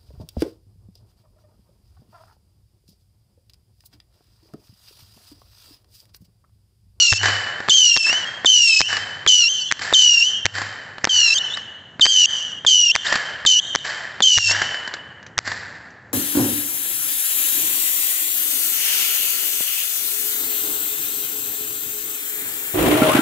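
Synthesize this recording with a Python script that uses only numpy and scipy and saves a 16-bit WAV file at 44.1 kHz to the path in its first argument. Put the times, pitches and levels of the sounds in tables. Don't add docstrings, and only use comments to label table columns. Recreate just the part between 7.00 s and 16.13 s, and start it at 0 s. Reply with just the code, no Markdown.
import sys
import numpy as np
from scipy import signal
from scipy.fft import rfft, irfft, next_fast_len
from scipy.io import wavfile
from scipy.ndimage import uniform_filter1d

SR = 44100
rng = np.random.default_rng(int(sys.argv[2]) if len(sys.argv) > 2 else 0)


def transcribe(signal):
    frames = np.atleast_2d(signal).T
    limited = np.clip(frames, -1, 1)
    pcm = np.round(limited * 32767).astype(np.int16)
    wavfile.write(sys.argv[1], SR, pcm)


def gain_from_decibels(decibels):
    exponent = np.asarray(decibels, float) / 20
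    return 10 ** exponent


N = 402633

# (frequency [Hz], level [dB])
CRACK_SPECTRUM = [(60, -15.5), (500, -10.5), (1400, -6.5), (1750, -2), (2800, -9.5), (4800, -8), (6200, -7),
                  (8000, -26)]
# (frequency [Hz], level [dB])
POP_SPECTRUM = [(60, -10.5), (300, -2.5), (900, -2), (1750, 1), (2600, -10.5), (4500, -11.5), (8000, -29.5)]
# (frequency [Hz], level [dB])
LOT_SPECTRUM = [(30, -47), (100, -24), (300, -26), (600, -14), (1300, -11), (1750, 1.5), (2300, -13),
                (3300, -19), (4600, -10), (6300, -21), (7600, -15), (8400, -48.5)]


def evened(x):
    return x / np.sqrt(np.mean(x ** 2) + 1e-20)


def read(points, hz):
    f, value = np.transpose(points)
    return np.interp(np.log(hz + 1), np.log(f + 1), value)


def add(mix, start_s, sound):
    part = mix[max(round(start_s * SR), 0):][:len(sound)]
    part += sound[:len(part)]


def click(points, size=1024):
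    hz = abs(np.fft.fftfreq(size, 1 / SR))
    log_gain = np.log(gain_from_decibels(read(points, hz)))
    spectrum = np.exp(np.conj(signal.hilbert(log_gain)))
    pulse = np.fft.ifft(spectrum).real[:size // 2]
    return pulse / abs(pulse).max()


def puff(size, ms, wake):
    t = np.arange(size) / SR
    return (t == 0) + wake * rng.standard_normal(size) * np.exp(-1000 * t / ms)


def coloured(x, points):
    size = next_fast_len(len(x))
    gain = gain_from_decibels(read(points, np.fft.rfftfreq(size, 1 / SR)))
    return evened(irfft(rfft(x, size) * gain, size)[:len(x)])


def wander(count, hz):
    return evened(signal.lfilter(*signal.butter(2, hz, fs=SR), rng.standard_normal(count)))


def night_air():
    # (frequency [Hz], level [dB])
    air_spectrum = [(30, -24), (100, 8), (300, -1.5), (1000, -11), (1750, -7.5), (3000, -40.5), (5000, -32),
                    (6500, -28), (7600, -30.5), (8400, -49.5)]
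    level_db = -50 + 1.5 * wander(N, 5)
    return gain_from_decibels(level_db) * coloured(rng.standard_normal(N), air_spectrum)


def lot_tail(colour, lumpy_db=0.5, rise_s=.03):
    # (frequency [Hz], t60 [s])
    ringing = [(100, 3.9), (1000, 2), (2000, 1.69), (3200, 1.394), (5000, 1), (6500, 0.91), (8000, 0.87)]
    t = np.arange(3 * SR // 2) / SR
    uneven_db = lumpy_db * wander(len(t), 59) + 2.05 * wander(len(t), 420)
    taps = rng.standard_normal(len(t)) * gain_from_decibels(uneven_db)
    hz, frame_s, z = signal.stft(coloured(taps, colour), SR, nperseg=256)
    decay_db = -60 * frame_s / read(ringing, hz)[:, None]
    tail = signal.istft(z * gain_from_decibels(decay_db), SR, nperseg=256)[1][:len(t)]
    return tail * (1 - np.exp(-t / rise_s))


def slaps():
    # (time [s], peak level [dB])
    slap_events = [(0.213, -21), (0.232, -13), (.257, -6), (0.283, -12), (1.066, -20), (1.096, -15),
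                   (1.128, -11), (1.928, -13), (1.968, -12.5), (2.793, -21), (2.819, -18.5), (3.545, -38),
                   (3.583, -15), (3.617, -16.5), (4.141, -27.5), (4.572, -19.5), (6.125, -4.5),
                   (6.141, -11.5), (6.155, -10.5), (6.85, -25), (7.51, -13.5), (7.618, -10), (7.744, -15.5),
                   (7.876, -20), (7.939, -18), (8.228, -37), (8.265, -33), (8.476, -15.5), (8.517, -17),
                   (8.905, -46)]
    out = np.zeros(N)
    for s, db in slap_events:
        treble = max(-0.3 * (db + 23.5), 0)
        smear = puff(size=5000, ms=4.5, wake=.9)
        trail = puff(size=5000, ms=30, wake=0.1)
        pulse = click(LOT_SPECTRUM) + 0.51 * click(POP_SPECTRUM) + treble * click(CRACK_SPECTRUM)
        sound = signal.fftconvolve(pulse, smear + trail)
        add(out, s, gain_from_decibels(db + 3.5) * sound / abs(sound).max())
    return out


def strand(t, hz, db, octave_db):
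    turn = np.exp(2j * np.pi * np.cumsum(hz) / SR)
    beads = [1.4 + wander(len(t), 45) + 1j * wander(len(t), 45) for _ in range(2)]
    line = gain_from_decibels(db + 6.0) * (turn * beads[0] + gain_from_decibels(octave_db) * turn ** 2 * beads[1])
    return line.real * np.clip(np.minimum(t, t[-1] - t) / 0.0024, 0, 1)


def strands():
    # (start [s], length [s], pitch [Hz], top level [dB], fade [dB/s])
    lingers = [(0.177, 0.46, 3024, -33, 38), (0.884, 0.11, 3200, -43, 3), (1.24, 0.35, 3220, -39.5, 74),
               (1.666, 0.26, 3074, -38.5, 5), (1.978, 0.29, 3070, -40, 47), (3.25, 0.21, 3145, -34, 24),
               (3.484, 0.58, 3095, -48.5, 32), (4.356, 0.606, 3008, -33.5, 54.5),
               (5.259, 0.333, 2983, -37, 17), (6.245, 0.12, 3060, -44, 29), (6.615, .14, 3164, -40, -7),
               (7.552, 0.99, 3034, -35, 52.5)]
    # (start [s], length [s], from [Hz], to [Hz], level [dB])
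    chirps = [
        (2.654, 0.065, 3310, 3410, -44),
        (3.367, 0.082, 3030, 3210, -45),
        (4.5, 0.03, 3450, 3500, -36),
        (4.533, .02, 3480, 3900, -34),
        (6.064, 0.013, 3080, 4040, -32.5),
        (6.66, .012, 3300, 4060, -41),
        (6.784, 0.0081, 3360, 4100, -40),
    ]
    out = np.zeros(N)
    for s, length_s, hz, db, fade in lingers:
        t = np.arange(0, length_s, 1 / SR)
        top_s = 0.11 * length_s
        swell_db = -8.5 * np.maximum(1 - t / top_s, 0)
        level_db = db + swell_db - fade * np.maximum(t - top_s, 0)
        sagging_hz = hz * (1 - .04 * t + 0.01 * wander(len(t), 15))
        add(out, s, strand(t, sagging_hz, level_db, octave_db=-15.5 - 41 * t))
    for s, length_s, low_hz, high_hz, db in chirps:
        t = np.arange(0, length_s, 1 / SR)
        rising_hz = low_hz + (high_hz - low_hz) * (t / length_s) ** 0.56
        add(out, s, strand(t, rising_hz, db, octave_db=-19))
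    return out


def bursts():
    # (time [s], ground echo lag [s], echo level [dB], boom level [dB], first wall lag [s])
    burst_events = [(0.1276, 0.0072, -18, -32, .094), (0.9663, 0.0075, -23, -62, 0.084),
                    (1.8066, 0.0088, -24, -47.5, 0.074), (2.7144, 0.0088, -24, -68, 0.092),
                    (3.4558, 0.0078, -25.5, -40.5, 0.08), (4.0437, 0.0084, -31, -51.5, 0.1),
                    (5.0564, 0.009, -77, -61, 0.095), (5.9536, .0081, -20.5, -75.5, .09),
                    (6.7512, 0.0075, -25, -71, 0.09), (7.3784, 0.0065, -20, -39.5, 0.1),
                    (8.38, 0.0085, -27.5, -45, .065)]
    near, far = np.zeros((2, N))
    t = np.arange(SR // 2) / SR
    ring = np.sin(2 * np.pi * 100 * t)
    lead = np.sin(2 * np.pi * 1800 * t[:220]) * np.hanning(220)
    for s, ground_s, echo_db, boom_db, wall_s in burst_events:
        for delay_s, loss_db in ((0, 0), (ground_s, -1.5)):
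            shock = np.convolve(click(CRACK_SPECTRUM), puff(size=600, ms=.65, wake=.8))
            add(near, s + delay_s - .0003, gain_from_decibels(3 + loss_db) * shock / abs(shock).max())
        add(near, s - .006, gain_from_decibels(-19) * lead)
        add(far, s + ground_s, gain_from_decibels(echo_db - 16) * lot_tail(LOT_SPECTRUM, rise_s=0.003))
        add(far, s + wall_s, gain_from_decibels(echo_db) * lot_tail(LOT_SPECTRUM, rise_s=0.0093))
        add(near, s - .005, gain_from_decibels(boom_db + 17.0) * ring * np.exp(-t / 0.015))
        add(near, s + 0.04456, gain_from_decibels(boom_db - 1) * ring * (t / 0.021) ** 2 * np.exp(-t / 0.044))
        add(near, s + 0.1199, gain_from_decibels(boom_db) * ring * np.minimum(t / 0.015, 1) * np.exp(-t / 0.035))
    return near, far


def pops():
    # (time [s], peak level [dB], echo level [dB])
    pop_events = [(0.604, -10, -27.5), (0.681, -10.5, -42.5), (0.686, 1.5, -60), (1.447, -0.5, -41.5),
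                  (2.264, 3, -43), (2.927, 1, -45.5), (3.983, -13.5, -28.5), (4.073, -4.5, -18.5),
                  (4.996, -6, -19.5), (5.649, -7.5, -31), (6.451, -1.5, -48), (7.205, -1, -44)]
    near, far = np.zeros((2, N))
    for s, db, echo_db in pop_events:
        thump = np.convolve(click(POP_SPECTRUM), puff(size=900, ms=3.5, wake=.1))
        add(near, s, gain_from_decibels(db - 1.5) * thump)
        add(far, s + 0.0028, gain_from_decibels(db + echo_db) * lot_tail(LOT_SPECTRUM, rise_s=0.043))
    return near, far


def burn(pitch, lit_s, levels, voice):
    # (middle [s], half length [s], fifth above [dB])
    stutters = [(0.01, 0.16, -19), (0.888, 0.078, -26.5), (1.474, .04, -29), (1.725, .08, -30),
                (2.431, 0.065, -21), (2.621, 0.021, -25.5), (2.969, 0.031, -47), (4.237, 0.25, -22),
                (5.073, 0.087, -16), (5.693, 0.058, -28), (7.257, 0.01, -35)]
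    out_s, *whistle_db = levels
    octave, coast_octave, jet_lit, jet_out, third_db = voice
    s, hz = np.transpose(pitch)
    t = np.arange(max(lit_s, 0), s[-1], 1 / SR)
    marks_s = [lit_s, out_s, out_s + .008, s[-1] + .001]
    db = np.interp(t, marks_s, whistle_db)
    octave_db = db + np.interp(t, marks_s, [octave, octave, coast_octave, coast_octave - 7])
    octave_db -= 7 * np.exp(-((t - lit_s) / 0.09) ** 2)
    steady_db = -56.5
    spells = [top - (top - steady_db) * np.minimum(((t - mid) / half) ** 2, 1)
              for mid, half, top in stutters]
    fifth_db = np.max(spells, axis=0)
    jet_db = np.interp(t, marks_s, [jet_lit, jet_out, -17, -17])
    return t, np.interp(t, s, hz), db, octave_db, fifth_db, jet_db, out_s, third_db


def whistle(flight, lit_s, climb):
    # (frequency [Hz], level [dB])
    jet_spectrum = [(60, -60), (1500, -25), (2400, -10), (3600, -4), (4500, 5), (5400, -1.5), (6800, 4),
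                    (7600, 0.5), (8500, -31)]
    first, beat_hz, slowing_s, wall_db, blur_db = climb
    t, hz, db, octave_db, fifth_db, jet_db, out_s, third_db = flight
    count = len(t)
    age_s = np.maximum(t - lit_s, 0)
    beat = beat_hz / (1 + (age_s / slowing_s) ** 2) * (1 + .12 * wander(count, 41))
    catch = first / (1 + (age_s / .009) ** 7) * (1 + .25 * wander(count, 490))
    flutter = 0.029 * np.exp(-abs(t - out_s) / 0.011) * abs(wander(count, 140))
    turns = np.cumsum(hz * (1 + catch + flutter + .003 * wander(count, 70))) / SR
    lag = np.cumsum(beat) / SR + rng.random()
    ground = .62 * (1 - .6 * np.exp(-(age_s / .055) ** 2))
    ground = ground * np.interp(t, [out_s, out_s + .03], [1, .45])
    whole = ((1, db), (2, octave_db), (3, octave_db + third_db))
    halves = ((1 / 2, fifth_db - 24), (3 / 2, fifth_db), (5 / 2, fifth_db - 14.5))
    tone = 0
    for k, level_db in (*whole, *halves):
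        direct = np.sin(2 * np.pi * k * (turns + lag / 2))
        reflected = ground * np.sin(2 * np.pi * k * (turns - lag / 2))
        level = gain_from_decibels(level_db + 1.78 * wander(count, 73))
        tone = tone + level * (direct + reflected) * np.sqrt(2 / (1 + ground ** 2))
    hiss = coloured(rng.standard_normal(count), jet_spectrum)
    jet = gain_from_decibels(db + jet_db + 2.0 * wander(count, 44)) * hiss
    sound = (tone + jet) * np.clip(np.minimum(age_s / 0.002, (t[-1] - t) / 0.005), 0, 1)
    to_walls = sound * gain_from_decibels(wall_db - 84 * age_s) * np.minimum(age_s / 0.16, 1) ** 2
    to_blur = sound * gain_from_decibels(blur_db - 8 * age_s)
    return sound, to_walls, to_blur


def rockets():
    lit_times = [-.15, .6945, 1.4565, 2.274, 2.935, 4.092, 5.009, 5.664, 6.461, 7.221]
    # (time [s],
    # pitch [Hz])
    pitches = [
        [(0, 2920), (.1, 2700), (.184, 2630), (.19, 2950)],
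        [(.708, 2930), (.745, 3173), (.89, 2825), (1.046, 2630), (1.1, 2660), (1.108, 2790), (1.169, 3060),
         (1.25, 2904)],
        [(1.47, 2970), (1.51, 3056), (1.56, 2937), (1.73, 2590), (1.83, 2540), (1.882, 3020), (1.98, 2908)],
        [(2.283, 3015), (2.407, 2890), (2.447, 2706), (2.48, 2770), (2.497, 3100), (2.56, 3070), (2.63, 2990),
         (2.7, 3090)],
        [(2.987, 3022), (3.197, 2736), (3.225, 2703), (3.245, 2936), (3.3, 3045), (3.4, 2885)],
        [(4.122, 3023), (4.19, 2900), (4.31, 2638), (4.34, 2683), (4.346, 3200), (4.372, 3090), (4.392, 3820)],
        [(5.022, 3014), (5.1, 3150), (5.235, 2884), (5.254, 2720), (5.262, 3510)],
        [(5.69, 3054), (5.762, 2966), (5.885, 2794), (5.9, 2635), (5.912, 2770), (5.922, 3300)],
        [(6.474, 3037), (6.538, 2970), (6.592, 2872), (6.605, 3470)],
        [(7.234, 3040), (7.258, 3117), (7.294, 2997), (7.375, 2844), (7.498, 2653), (7.55, 2796)],
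    ]
    # (burn-out [s], lit [dB], burn-out [dB], coast start [dB], last [dB])
    burn_levels = [(0.173, -8, -20.5, -15, -32), (1.102, -11.5, -19, -18, -28.5),
                   (1.83, -12, -18.5, -19.5, -28.5), (2.479, -11, -16.5, -20.5, -30.5),
                   (3.225, -10.5, -15.5, -14.5, -31), (4.339, -12, -17.5, -21.5, -15),
                   (5.254, -11, -12.5, -17.5, -32.5), (5.905, -11.5, -16, -13, -20.5),
                   (6.59, -11, -17, -15, -39), (7.519, -11, -20.5, -22, -43)]
    # (octave [dB], coasting octave
    # [dB], jet hiss when lit [dB], jet hiss at burn-out [dB], third partial [dB])
    voices = [(-3, -7, -10.5, -2.5, -28), (-2, -8.5, -10.5, -13, -22), (-1, -11, -14, -6.5, -17.5),
              (-2, -3, -10, -14.5, -29.5), (-4, -7, -9.5, -15, -30.5), (-2.5, -2.5, -13, -11.5, -31),
              (-6, 4, -17, -11.5, -27), (-2.5, -8.5, -11.5, -18, -34.5), (0, -11, -9, -14.5, -30),
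              (-3.5, 3.5, -14.5, -3, -23)]
    # (first note above pitch [0-1], ground beat [Hz], beat slowing [s], wall echo [dB], blur [dB])
    climbs = [(0.6, 110, 0.25, -14.5, -12), (.22, 140, 0.15, -15, -11), (.18, 123, 0.16, -11.5, -15.5),
              (.1, 100, 0.2, -19, -7), (.2, 140, 0.12, -18, -12), (.05, 95, .19, -21, -10.5),
              (0.2, 130, 0.283, -13, -11), (.13, 190, 0.088, -26.5, -4), (.18, 103, 0.43, -25, -6.5),
              (.12, 107, 0.18, -15, -8.5)]
    # (lag [s], level [dB])
    wall_echoes = [(.075, -22.5), (0.17, 12.5), (0.201, -1), (0.263, 7.5), (0.332, -0.5), (0.451, -24)]
    # (frequency [Hz], level [dB])
    blur_spectrum = [(1000, -14.5), (2750, -13), (2980, -10), (3150, 1.5), (3400, 0), (5600, -17),
                     (6100, -4), (6600, -3), (8500, 0)]
    near, to_walls, to_blur, far = np.zeros((4, N))
    for pitch, lit_s, levels, voice, climb in zip(pitches, lit_times, burn_levels, voices, climbs):
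        flight = burn(pitch, lit_s, levels, voice)
        for mix, sound in zip((near, to_walls, to_blur), whistle(flight, lit_s, climb)):
            add(mix, lit_s, sound)
    for lag_s, db in wall_echoes:
        add(far, lag_s, gain_from_decibels(db) * to_walls)
    blur = lot_tail(blur_spectrum, rise_s=0.12)
    blur = blur / np.linalg.norm(blur)
    return near, far + gain_from_decibels(-8.0) * signal.fftconvolve(to_blur, blur)[:N]


def ducking(loud, start_db, depth, fall_db):
    power_db = 10 * np.log10(abs(uniform_filter1d(loud ** 2, size=60)) + 1e-12)
    fall = np.arange(N) * fall_db / SR
    held_db = np.maximum.accumulate(power_db + fall) - fall
    over_db = np.maximum(held_db - start_db, 0)
    return gain_from_decibels(-depth * uniform_filter1d(over_db, size=60))


def scene():
    song, song_far = rockets()
    pop, pop_far = pops()
    bang, bang_far = bursts()
    under_song = ducking(song, start_db=-19.5, depth=1.0, fall_db=205)
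    under_bang = ducking(bang, start_db=-23.5, depth=0.23, fall_db=176)
    far = (song_far + pop_far + bang_far + night_air()) * under_song * under_bang
    held = song * ducking(bang, start_db=-16.5, depth=0.91, fall_db=92.5)
    held = held * ducking(bang, start_db=-15.5, depth=1.0, fall_db=1469)
    mono = held + pop + bang + slaps() + strands() + far
    return np.array([mono, mono])


def roll_off(x):
    return signal.sosfilt(signal.butter(12, 8740, fs=SR, output="sos"), x)


def record(dry):
    held = dry / (1 + (dry / .8) ** 6) ** (1 / 6)
    edge = signal.firwin(255, 8290, window=("kaiser", 7), fs=SR)[None]
    mix = signal.oaconvolve(held, edge, "same")
    return roll_off(mix)


dry = scene()
out = record(dry)
transcribe(out)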